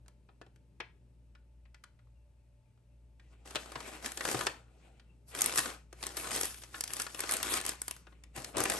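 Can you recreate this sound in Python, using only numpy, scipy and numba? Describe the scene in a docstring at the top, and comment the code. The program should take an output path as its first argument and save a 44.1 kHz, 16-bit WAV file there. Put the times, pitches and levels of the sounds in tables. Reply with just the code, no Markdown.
"""Snack pouches of stiff plastic film are packed into a basket, close to a phone in a quiet room.
At first a held pouch gives lone snaps, each a crease buckling, while an appliance hums far off.
Faint chirps come after 2 s. From 3.2 s the pouch is swung over and set down with soft thuds; handling
makes swarms of tiny snaps over a soft rub. From 5.3 s a thin bag is gripped, carried and tucked in.
At 8.4 s the next bag is touched, then picked up."""
import sys
import numpy as np
from scipy import signal
from scipy.fft import rfft, irfft, next_fast_len
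from scipy.io import wavfile
from scipy.ndimage import uniform_filter1d
from numba import njit

SR = 44100
rng = np.random.default_rng(int(sys.argv[2]) if len(sys.argv) > 2 else 0)


def to_wav(s):
    """Save 16-bit WAV."""
    ch = np.atleast_2d(s).T  # columns
    pcm = np.round(np.clip(ch, -1, 1) * 32767)  # PCM
    wavfile.write(sys.argv[1], SR, pcm.astype(np.int16))


N = 387638
FFT_SIZE = next_fast_len(N, True)
BINS_HZ = np.fft.rfftfreq(FFT_SIZE, 1 / SR)

# The rustle, one list of rows per hand movement: time_s, level_db, brightness_db
# Movements: swing over, set down, grip, gather, carry, tuck in, touch the next bag, pick it up.
HAND_MOVES = [
    [(3.18, -100, -12), (3.211, -80, -13), (3.3, -82, -7), (3.335, -71.5, -10), (3.37, -83, -12),
     (3.445, -78.5, -12), (3.458, -56.5, 1.5), (3.69, -58.5, -2), (3.947, -53, -2.5), (4.013, -61, -1.5)],
    [(4.057, -49.5, 1), (4.155, -58, 6), (4.27, -43, 2), (4.456, -47, 2), (4.54, -59.5, -3),
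     (4.653, -77, -9.5), (4.863, -71.5, -10), (4.985, -80, -8.5), (5.088, -89, -11.5), (5.25, -92.5, 3)],
    [(5.284, -65.5, 10.5), (5.338, -57, -6), (5.366, -45, 1), (5.517, -43, 1.5), (5.577, -40.5, 8),
     (5.719, -51, -2), (5.845, -80, -7.5), (5.917, -82, -8)],
    [(5.939, -72.5, -1), (6.046, -50.5, 1.5), (6.148, -55, 1.5), (6.178, -46.5, 5), (6.232, -48, 1),
     (6.348, -41, 5.5), (6.439, -46, 9.5), (6.549, -59.5, 9), (6.633, -56.5, 8.5), (6.703, -64, 3)],
    [(6.761, -53, 6), (6.824, -58, 6.5), (7.014, -50, 7.5), (7.12, -59, 6)],
    [(7.214, -49, 3), (7.273, -51, 1), (7.327, -39, 2.5), (7.409, -47, 0.5), (7.47, -39, 4),
     (7.57, -37.5, 5), (7.623, -50, 1), (7.683, -45, 7.5), (7.79, -65, -1.5), (7.902, -65, 18),
     (8.04, -71.5, -1.5), (8.215, -81, -7.5), (8.33, -81, -5)],
    [(8.359, -52, 1), (8.527, -61, 2.5)],
    [(8.549, -52.5, -16.5), (8.588, -41, 0), (8.788, -46.5, 2)],
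]


def big_snaps():
    """Single creases buckle; a bright one has more treble and dies sooner, a full one has more body."""
    # one snap a row: start_s, level_db, brightness_db, body_db, pitch_hz
    snaps = [(0.0608, -60, -17, -13, 1600), (0.0812, -48.5, -8.5, -12, 1240), (0.288, -56, -41, -4, 1070),
             (0.4145, -43.5, -23.5, -2, 1520), (0.4644, -56.5, -22, 0, 1240),
             (0.5599, -56.5, -11, -11, 1490), (0.802, -29.5, -34, -15.5, 2150),
             (1.3508, -51.5, -27, -28, 1320), (1.6535, -59.5, -37, -17, 2280),
             (1.7447, -45.5, -19, -25, 1720), (1.8381, -40.5, -11.5, -23, 1230),
             (1.9902, -60, -32, -22, 1420), (2.071, -71, -25, -2, 1100), (2.775, -69, -23, -7, 1230),
             (3.1966, -51.5, -22.5, -30, 1720), (3.5072, -38, -11, -19, 1200),
             (3.5489, -32, -14, -11, 1160), (3.5562, -22, -13.5, -11.5, 3500),
             (3.5635, -24.5, -24, -16, 2660), (3.6584, -44, -8, -3, 902), (3.7185, -35.5, -12, -10, 1330),
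             (3.7558, -28.5, -23.5, -13.5, 975), (3.8042, -34.5, -14, -14, 1040),
             (3.8768, -39, -12, -6, 931), (4.026, -42, -11, -5, 1800), (4.045, -32, -19, -9.5, 1990),
             (4.0602, -25.5, -6.5, -22, 3460), (4.1185, -34, -3, -34, 2140),
             (4.1736, -28.5, -5.5, -15, 4160), (4.2073, -25, -16.5, -14, 1930), (4.2517, -23, -9, -9, 1410),
             (4.2872, -27.5, -9.5, -4.5, 1560), (4.314, -26, -5.5, -25, 1150), (4.3275, -30, -4, -18, 1440),
             (4.346, -24.5, -15, 1, 1040), (4.3903, -26.5, -10.5, -9, 1820),
             (4.409, -22.5, -17.5, -13, 1190), (4.4674, -15.5, -15.5, -17, 940),
             (4.997, -48.5, -21, -25, 3180), (5.3495, -29.5, -7, -12, 1460),
             (5.3888, -30.5, -3.5, -23, 2950), (5.4084, -26, 0, -17, 1440),
             (5.4179, -22.5, 2.5, -12.5, 5940), (5.4418, -28, -1, -16.5, 1460),
             (5.4599, -25.5, 4.5, -14, 3720), (5.5237, -32, -5, -23, 1470), (5.5581, -25, -3.5, -13, 1470),
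             (5.5761, -21, -2, -23, 5570), (5.5833, -17.5, -7, -22, 1240), (5.59, -20.5, -3, -15, 1510),
             (5.6579, -27, -13.5, -23, 1220), (5.9277, -41.5, -10, -5, 1250),
             (6.0276, -30.5, -8.5, -13, 4040), (6.0368, -30, -8, -13, 4100), (6.0668, -29.5, -2, -21, 1160),
             (6.1689, -30, -2, -17, 4730), (6.1732, -28.5, -5.5, -20, 1150), (6.2436, -32, -13, -14, 1490),
             (6.2709, -34.5, -8, -12, 1460), (6.3155, -26.5, -8, -16, 1280),
             (6.3497, -27.5, -5.5, -18, 4600), (6.3613, -30, 3, -23, 1390), (6.4113, -25, -1.5, -16, 1240),
             (6.4325, -27, -4, -12, 5870), (6.4541, -31.5, 1.5, -23, 1440), (6.543, -39, -11, -36, 2340),
             (6.6355, -38, -11, -17, 5990), (6.7433, -31.5, -34, -33, 1380), (6.808, -26.5, 1.5, -49, 5100),
             (6.8383, -29, 0.5, -37, 5550), (6.8768, -34.5, -6, -37, 5080), (6.9044, -34, -10, -20, 2620),
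             (6.9346, -28.5, -3, -38, 5730), (6.9665, -31, -5, -16.5, 937), (6.9988, -22.5, -10, -28, 1520),
             (7.0191, -32, 0.5, -21, 5870), (7.066, -29, -16.5, -16, 1330),
             (7.1464, -33.5, -7, -10.5, 2620), (7.192, -30, -8, -15, 2220),
             (7.2045, -27.5, -0.5, -14.5, 2160), (7.2368, -27.5, -17.5, -14, 1290),
             (7.2923, -24.5, -10, -22, 1890), (7.311, -26.5, 0, -27, 1910), (7.3209, -26, -1, -23, 3150),
             (7.3376, -25.5, -2, -24, 2010), (7.3673, -27, -0.5, -27, 1590), (7.4292, -23, -4.5, -22, 3350),
             (7.539, -23, -2.5, -21, 1750), (7.572, -31, 1, -17, 3270), (7.6125, -35.5, -1, -22, 1930),
             (7.651, -30, -7, -13.5, 1930), (7.6636, -28.5, 0, -17, 2320), (7.692, -28, 1, -15, 2200),
             (7.8174, -33, 4, -19, 1740), (7.881, -27.5, -2, -24, 993), (7.9102, -32, 0.5, -19, 3040),
             (7.9646, -45.5, -2, -14, 1770), (8.0686, -46, -28, -10, 1320), (8.1236, -54, -30, -8, 1540),
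             (8.2371, -43.5, -10, -24, 2580), (8.3625, -41, -1, -9, 1270), (8.3789, -37, -14, -7.5, 945),
             (8.4201, -41.5, -6, -4, 1270), (8.4452, -30.5, -8, -34, 4870), (8.5692, -24, -6, -5, 970),
             (8.5814, -25.5, -3.5, -1, 1260), (8.6038, -23.5, -4, -4, 1270), (8.6377, -27, 1, -8, 1310),
             (8.654, -22, -12, -24, 2510), (8.6987, -20.5, -4.5, -14, 2030),
             (8.7185, -22.5, -12, -34, 1560), (8.737, -31, -5, -9, 1120)]
    start_s, level_db, bright_db, body_db, pitch_hz = np.transpose(snaps)
    upper_ranges_db = np.outer(bright_db, [1.3, 0.047, -0.12]) + [7.5, -9, -10.5]  # top, upper, middle
    colour_db = np.column_stack([upper_ranges_db, body_db - 0.5])
    ring_s = .017 * np.exp(-0.027 * bright_db)
    return creases(start_s, level_db[:, None] + colour_db - 11.5, pitch_hz, ring_s, tone_count=130)


def crinkle():
    """Many small creases buckle at random moments; gentle handling rubs the film more than it buckles it."""
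    creases_per_s, low_hz, high_hz = 340, 940, 5470
    first_s = HAND_MOVES[0][0][0]
    span_s = N / SR - first_s
    when, size, ring, pitch = rng.random((int(creases_per_s * span_s), 4)).T
    start_s = first_s + when * span_s
    hand_db = rustle_levels()[:, (start_s * SR).astype(int)]
    gentle_db = .5 * np.minimum(hand_db[1] + 56, 0)
    size_db = 3 * np.minimum(-np.log(size), 3.5)  # many small, a few large
    ranges_db = (hand_db + gentle_db + size_db - 6.5).T
    pitch_hz = low_hz * (high_hz / low_hz) ** pitch
    return creases(start_s, ranges_db, pitch_hz, ring_s=.011 * (.5 + ring), tone_count=16)


def creases(start_s, ranges_db, pitch_hz, ring_s, tone_count):
    """Each buckling crease makes the film ring with its own set of tones, starting one after another."""
    # the four pitch ranges (top, upper, middle, body): centre_hz
    centres_hz = [10400, 4320, 1420, 460]
    place, late, size, phase_a, phase_b = rng.random((len(start_s), tone_count, 5)).T
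    hz = 330 + 15700 * ((np.arange(tone_count)[:, None] + place) / tone_count) ** 2
    db = np.array([np.interp(np.log(tones_hz), np.log(centres_hz[::-1]), levels_db[::-1])
                   for tones_hz, levels_db in zip(hz.T, ranges_db)]).T
    db += 11.25 * (size - .5) - 0.01 * np.log2(hz / 4000)
    octaves_away = np.log2(hz / pitch_hz)
    db += 6 * (np.exp(-(octaves_away / 0.36) ** 2) - .4)  # louder near the crease's own pitch
    ring_s = np.clip(ring_s, .004, .08)
    tone_ring_s = ring_s * (hz / 4000) ** -.3  # low tones ring longer
    step = np.exp(2j * np.pi * hz / SR - np.log(1000) / (tone_ring_s * SR))
    delay_s = .0021 * late ** 3 * ring_s / .015
    start = ((start_s + delay_s) * SR).astype(int)
    stop = np.minimum(N, start - np.log(100) / np.log(abs(step))).astype(int)  # 40 dB down
    strength = gain(db) * np.exp(2j * np.pi * np.array([phase_a, phase_b]))
    return ringing_tones(N, start.ravel(), stop.ravel(), step.ravel(), strength.reshape(2, -1))


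@njit
def ringing_tones(size, start, stop, step, strength):
    """Add up dying tones in two channels; each step turns a tone's phase and shrinks it a little."""
    out = np.zeros((2, size))
    for k in range(len(start)):
        a, b, turn = strength[0, k], strength[1, k], step[k]
        for i in range(start[k], stop[k]):
            out[0, i] += a.imag
            out[1, i] += b.imag
            a, b = a * turn, b * turn
    return out


def rustle_levels():
    """How strongly the hand stirs the top, upper, middle and body ranges, in dB at every sample."""
    # extra crunch in the middle range, one per movement: level_db
    crunch_db = [0.1, 0.6, -0.6, -0.2, 0.7, 2, -0.5, 0]
    # a full, heavy pouch rustles with more body, one per movement: level_db
    body_db = [1, 3, -1.5, -0.5, 0.5, -1.5, 4, 5]
    moves = zip(HAND_MOVES, crunch_db, body_db)
    rows = [(*row, crunch, body) for move, crunch, body in moves for row in move]
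    level_db, bright_db, *bag_db = over_time(rows)
    bright_share, offset_db = [0.87, 0.22, -0.44, -0.56], [[0.44], [-2.5], [1.5], [-1]]
    ranges_db = level_db + np.outer(bright_share, bright_db) + offset_db
    ranges_db[-2:] += bag_db
    return ranges_db


def film_rub():
    """Film slides on film and skin: bands of hiss that flicker together and alone."""
    # bands of hiss: low_hz, high_hz, level_db, range_index (rounded; 0 top to 3 body, -3 means 1)
    bands = [(224, 550, -3, 3), (427, 860, -2, 3), (927, 1526, -2.5, 2), (1580, 2790, -2, 2),
             (2415, 4030, -6.5, 0), (4310, 6950, 3, 1), (6130, 8420, -1, -3), (9860, 12360, 0.7, -0.5)]
    hand_gain, together_db = gain(rustle_levels() - 4), 2.0 * wander(30)
    out, noise = np.zeros((2, N)), rng.standard_normal((2, N))
    for low_hz, high_hz, db, range_index in bands:
        band = signal.butter(2, (low_hz, high_hz), "bandpass", fs=SR, output="sos")
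        level = hand_gain[int(round(range_index))] * gain(db + together_db + 1.8 * wander(40))
        out += signal.sosfilt(band, level * noise) * np.sqrt(SR / 2 / (high_hz - low_hz))
    return out


def basket_thuds():
    """A pouch full of nuts pushes softly on the basket, whose low tones ring briefly."""
    # soft landings: start_s, level_db
    landings = [(3.554, -44), (3.757, -41.5), (4.262, -41), (4.349, -30), (4.426, -44), (4.461, -47),
                (5.57, -41.5), (8.374, -38.5), (8.56, -37.5), (8.6, -43)]
    # the basket's tones: pitch_hz, level_db, ring_s
    tones = [(125.2, -6, 0.17), (257, -7.5, 0.052), (465, -7.5, 0.032)]
    t, rise_s = np.arange(8192) / SR, 0.0063
    pushes = np.zeros(N)
    for start_s, db in landings:
        pushes[int(start_s * SR)] = gain(db)
    ring = sum(gain(db) * fade(ring_s, len(t)) * np.sin(2 * np.pi * hz * t) for hz, db, ring_s in tones)
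    return signal.fftconvolve(pushes, ring * np.minimum(t / rise_s, 1))[:N]


def room_echo(sound):
    """A short tail of reflections, strongest in the middle pitches, swells as the nearest walls answer."""
    ring_s, rise_s, echo_db = 0.27, 0.0038, -14
    size = int(ring_s * SR)
    band = signal.butter(1, (700, 4500), "bandpass", fs=SR, output="sos")
    tail = signal.sosfilt(band, rng.standard_normal((2, size))) * fade(ring_s, size)
    tail *= np.clip(np.arange(size) / (rise_s * SR), 0, 1)
    tail *= gain(echo_db) / np.sqrt(np.sum(tail ** 2, axis=1, keepdims=True))
    return signal.fftconvolve(sound, tail, axes=1)[:, :N]


def appliance_hum():
    """A far motor hums; its lowest tone swells and fades, the others waver a little."""
    # the motor's tones: pitch_hz, level_db (the lowest takes its level from swell)
    tones = [(58.57, -61), (118.4, -71.5), (586.8, -92), (877.5, -92.5)]
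    # the lowest tone: time_s, level_db
    swell = [(0.0, -61.5), (0.05, -62), (0.49, -67), (1.66, -59.5), (2.03, -71), (2.08, -60), (2.55, -66),
             (2.74, -80), (2.94, -61), (3.7, -60), (4.97, -63.5), (6.22, -58.5), (7.34, -65.5), (7.42, -59),
             (8.01, -62.5), (8.37, -58), (8.52, -63), (8.79, -58)]
    # waver of each higher tone: depth_db
    wavers = [2.5, 3, 2]
    t = np.arange(N) / SR
    levels_db = [over_time(swell)[0]]
    levels_db += [db + depth_db * wander(9) for (_, db), depth_db in zip(tones[1:], wavers)]
    return sum(np.sqrt(2) * gain(db) * np.sin(2 * np.pi * hz * t + 0.24 * wander(2.6))
               for (hz, _), db in zip(tones, levels_db))


def room_tone():
    """The quiet room's steady hush, with a low rumble that swells and fades."""
    # colour of the hush: pitch_hz, level_db
    colour = [(15, -27.5), (25, -8.5), (71, -8), (130, -9.5), (169, -13), (520, -25.5), (593, -25.5),
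              (750, -34.5), (878, -31.5), (1080, -38), (6940, -45.5), (8550, -43.5), (10000, -45.5),
              (11400, -40), (13000, -64)]
    # swell of the rumble: time_s, level_db
    swell = [(0, 0.5), (1.0, 2.5), (1.6, -2), (2.6, -4), (3.3, 1.5), (8.79, 3.5)]
    bump_db = 4.5 * np.exp(-((BINS_HZ - 2600) / 350) ** 2)
    shape = gain(over_pitch(colour, BINS_HZ) + bump_db)
    shape /= np.sqrt(np.sum(shape[BINS_HZ > 250] ** 2) / len(shape))  # strength 1 above 250 Hz
    spectrum = rfft(rng.standard_normal((2, FFT_SIZE))) * shape
    low = (BINS_HZ > 110) & (BINS_HZ < 520)
    hush = to_sound(spectrum * ~low)
    rumble = gain(over_time(swell)) * to_sound(spectrum * low)
    return gain(-77.5 + 0.4 * wander(0.85)) * (hush + rumble)


def far_chirps():
    """Thin wavering whistles slide down, blurred by distance."""
    # one chirp a row: start_s, pitch_hz, level_db
    chirps = [(2.14, 2850, -89), (2.335, 2700, -89), (2.62, 2450, -91), (2.87, 2750, -91),
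              (5.045, 2820, -82)]
    out, t, length_s = np.zeros(N), np.arange(8192) / SR, .11
    blur, waver = gain(4.5 * wander(90)), .022 * wander(280)
    progress = np.clip(t / length_s, 0, 1)
    for start_s, pitch_hz, db in chirps:
        span = slice(int(start_s * SR), int(start_s * SR) + len(t))
        hz = pitch_hz * (1 - 0.061 * progress + waver[span])
        out[span] += gain(db) * np.sin(np.pi * progress) * np.sin(2 * np.pi * np.cumsum(hz) / SR)
    return blur * out


def microphone_ports(pair):
    """Two unrelated channels become what the phone's two microphone openings share and hear apart."""
    # how alike the two sides are: pitch_hz, likeness (0 to 1)
    likeness = [(100, 0.89), (350, 0.83), (800, 0.42), (7000, 0.5), (8200, 0.98), (15000, 0.88)]
    # how far the left side is ahead: pitch_hz, lead_radians
    left_lead = [(300, 0.28), (2000, 0.27), (3000, 0.78), (6500, 1.05), (7600, 1.1), (8600, -0.26)]
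    # how much louder the left side is: pitch_hz, level_db
    left_boost = [(300, 2), (520, 3.5), (6000, 4), (8300, 1.3), (15000, -1.5)]
    treble_lag_s = 0.00027  # the left side lags above the last row of left_lead
    treble_hz = np.maximum(BINS_HZ - left_lead[-1][0], 0)
    lead = over_pitch(left_lead, BINS_HZ) - 2 * np.pi * treble_lag_s * treble_hz
    alike = np.clip(over_pitch(likeness, BINS_HZ), 0, 1)
    shared, apart = rfft(pair, FFT_SIZE)
    side = np.array([[1], [-1]])
    both = np.sqrt((1 + alike) / 2) * shared + side * np.sqrt((1 - alike) / 2) * apart
    balance = gain(side * over_pitch(left_boost, BINS_HZ) / 2)
    return to_sound(both * balance * np.exp(.5j * side * lead))


def gain(db):
    """Turn decibels into a multiplier."""
    return 10 ** (np.asarray(db) / 20)


def to_sound(spectrum):
    """Turn a two-channel spectrum into N samples."""
    return irfft(spectrum, FFT_SIZE)[:, :N]


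def over_pitch(table, hz):
    """Read (pitch_hz, value) rows on a logarithmic pitch scale."""
    rows = np.array(table)
    return np.interp(np.log(hz + 1), np.log(rows[:, 0] + 1), rows[:, 1])


def over_time(rows):
    """Read (time_s, value, ...) rows at every sample."""
    time_s, *columns = np.transpose(rows)
    return np.array([np.interp(np.arange(N) / SR, time_s, column) for column in columns])


def wander(changes_per_s):
    """A smooth random curve whose typical size is 1."""
    hold = int(SR / changes_per_s)
    steps = np.repeat(rng.standard_normal(N // hold + 1), hold)
    curve = uniform_filter1d(uniform_filter1d(steps, hold), hold)[:N]
    return curve / np.sqrt(np.mean(curve ** 2))


def fade(ring_s, size):
    """Die away by 60 dB in ring_s seconds."""
    return np.exp(-np.log(1000) * np.arange(size) / (ring_s * SR))


def scene():
    """Pouches, basket and chirps echo in the room, over its hush and the hum."""
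    sounds = big_snaps() + crinkle() + film_rub() + basket_thuds() * [[1], [.3]] + far_chirps()
    heard = microphone_ports(sounds + room_echo(sounds) + room_tone())
    return heard + appliance_hum() * gain([[.45], [-.45]])


def record(dry):
    """The microphone weakens the deepest bass and the high treble; the very top is cut off."""
    # the microphone's response: pitch_hz, level_db
    response = [(25, -19.5), (48, 2), (11200, 0.63), (12000, -12.5), (12800, -14.5), (13800, -44),
                (15200, -30.5), (16500, -30.5)]
    coloured = to_sound(rfft(dry, FFT_SIZE) * gain(over_pitch(response, BINS_HZ)))
    top_hz = 16900
    return signal.sosfilt(signal.ellip(8, .2, 70, top_hz, fs=SR, output="sos"), coloured)


dry = scene()
out = record(dry)
to_wav(out)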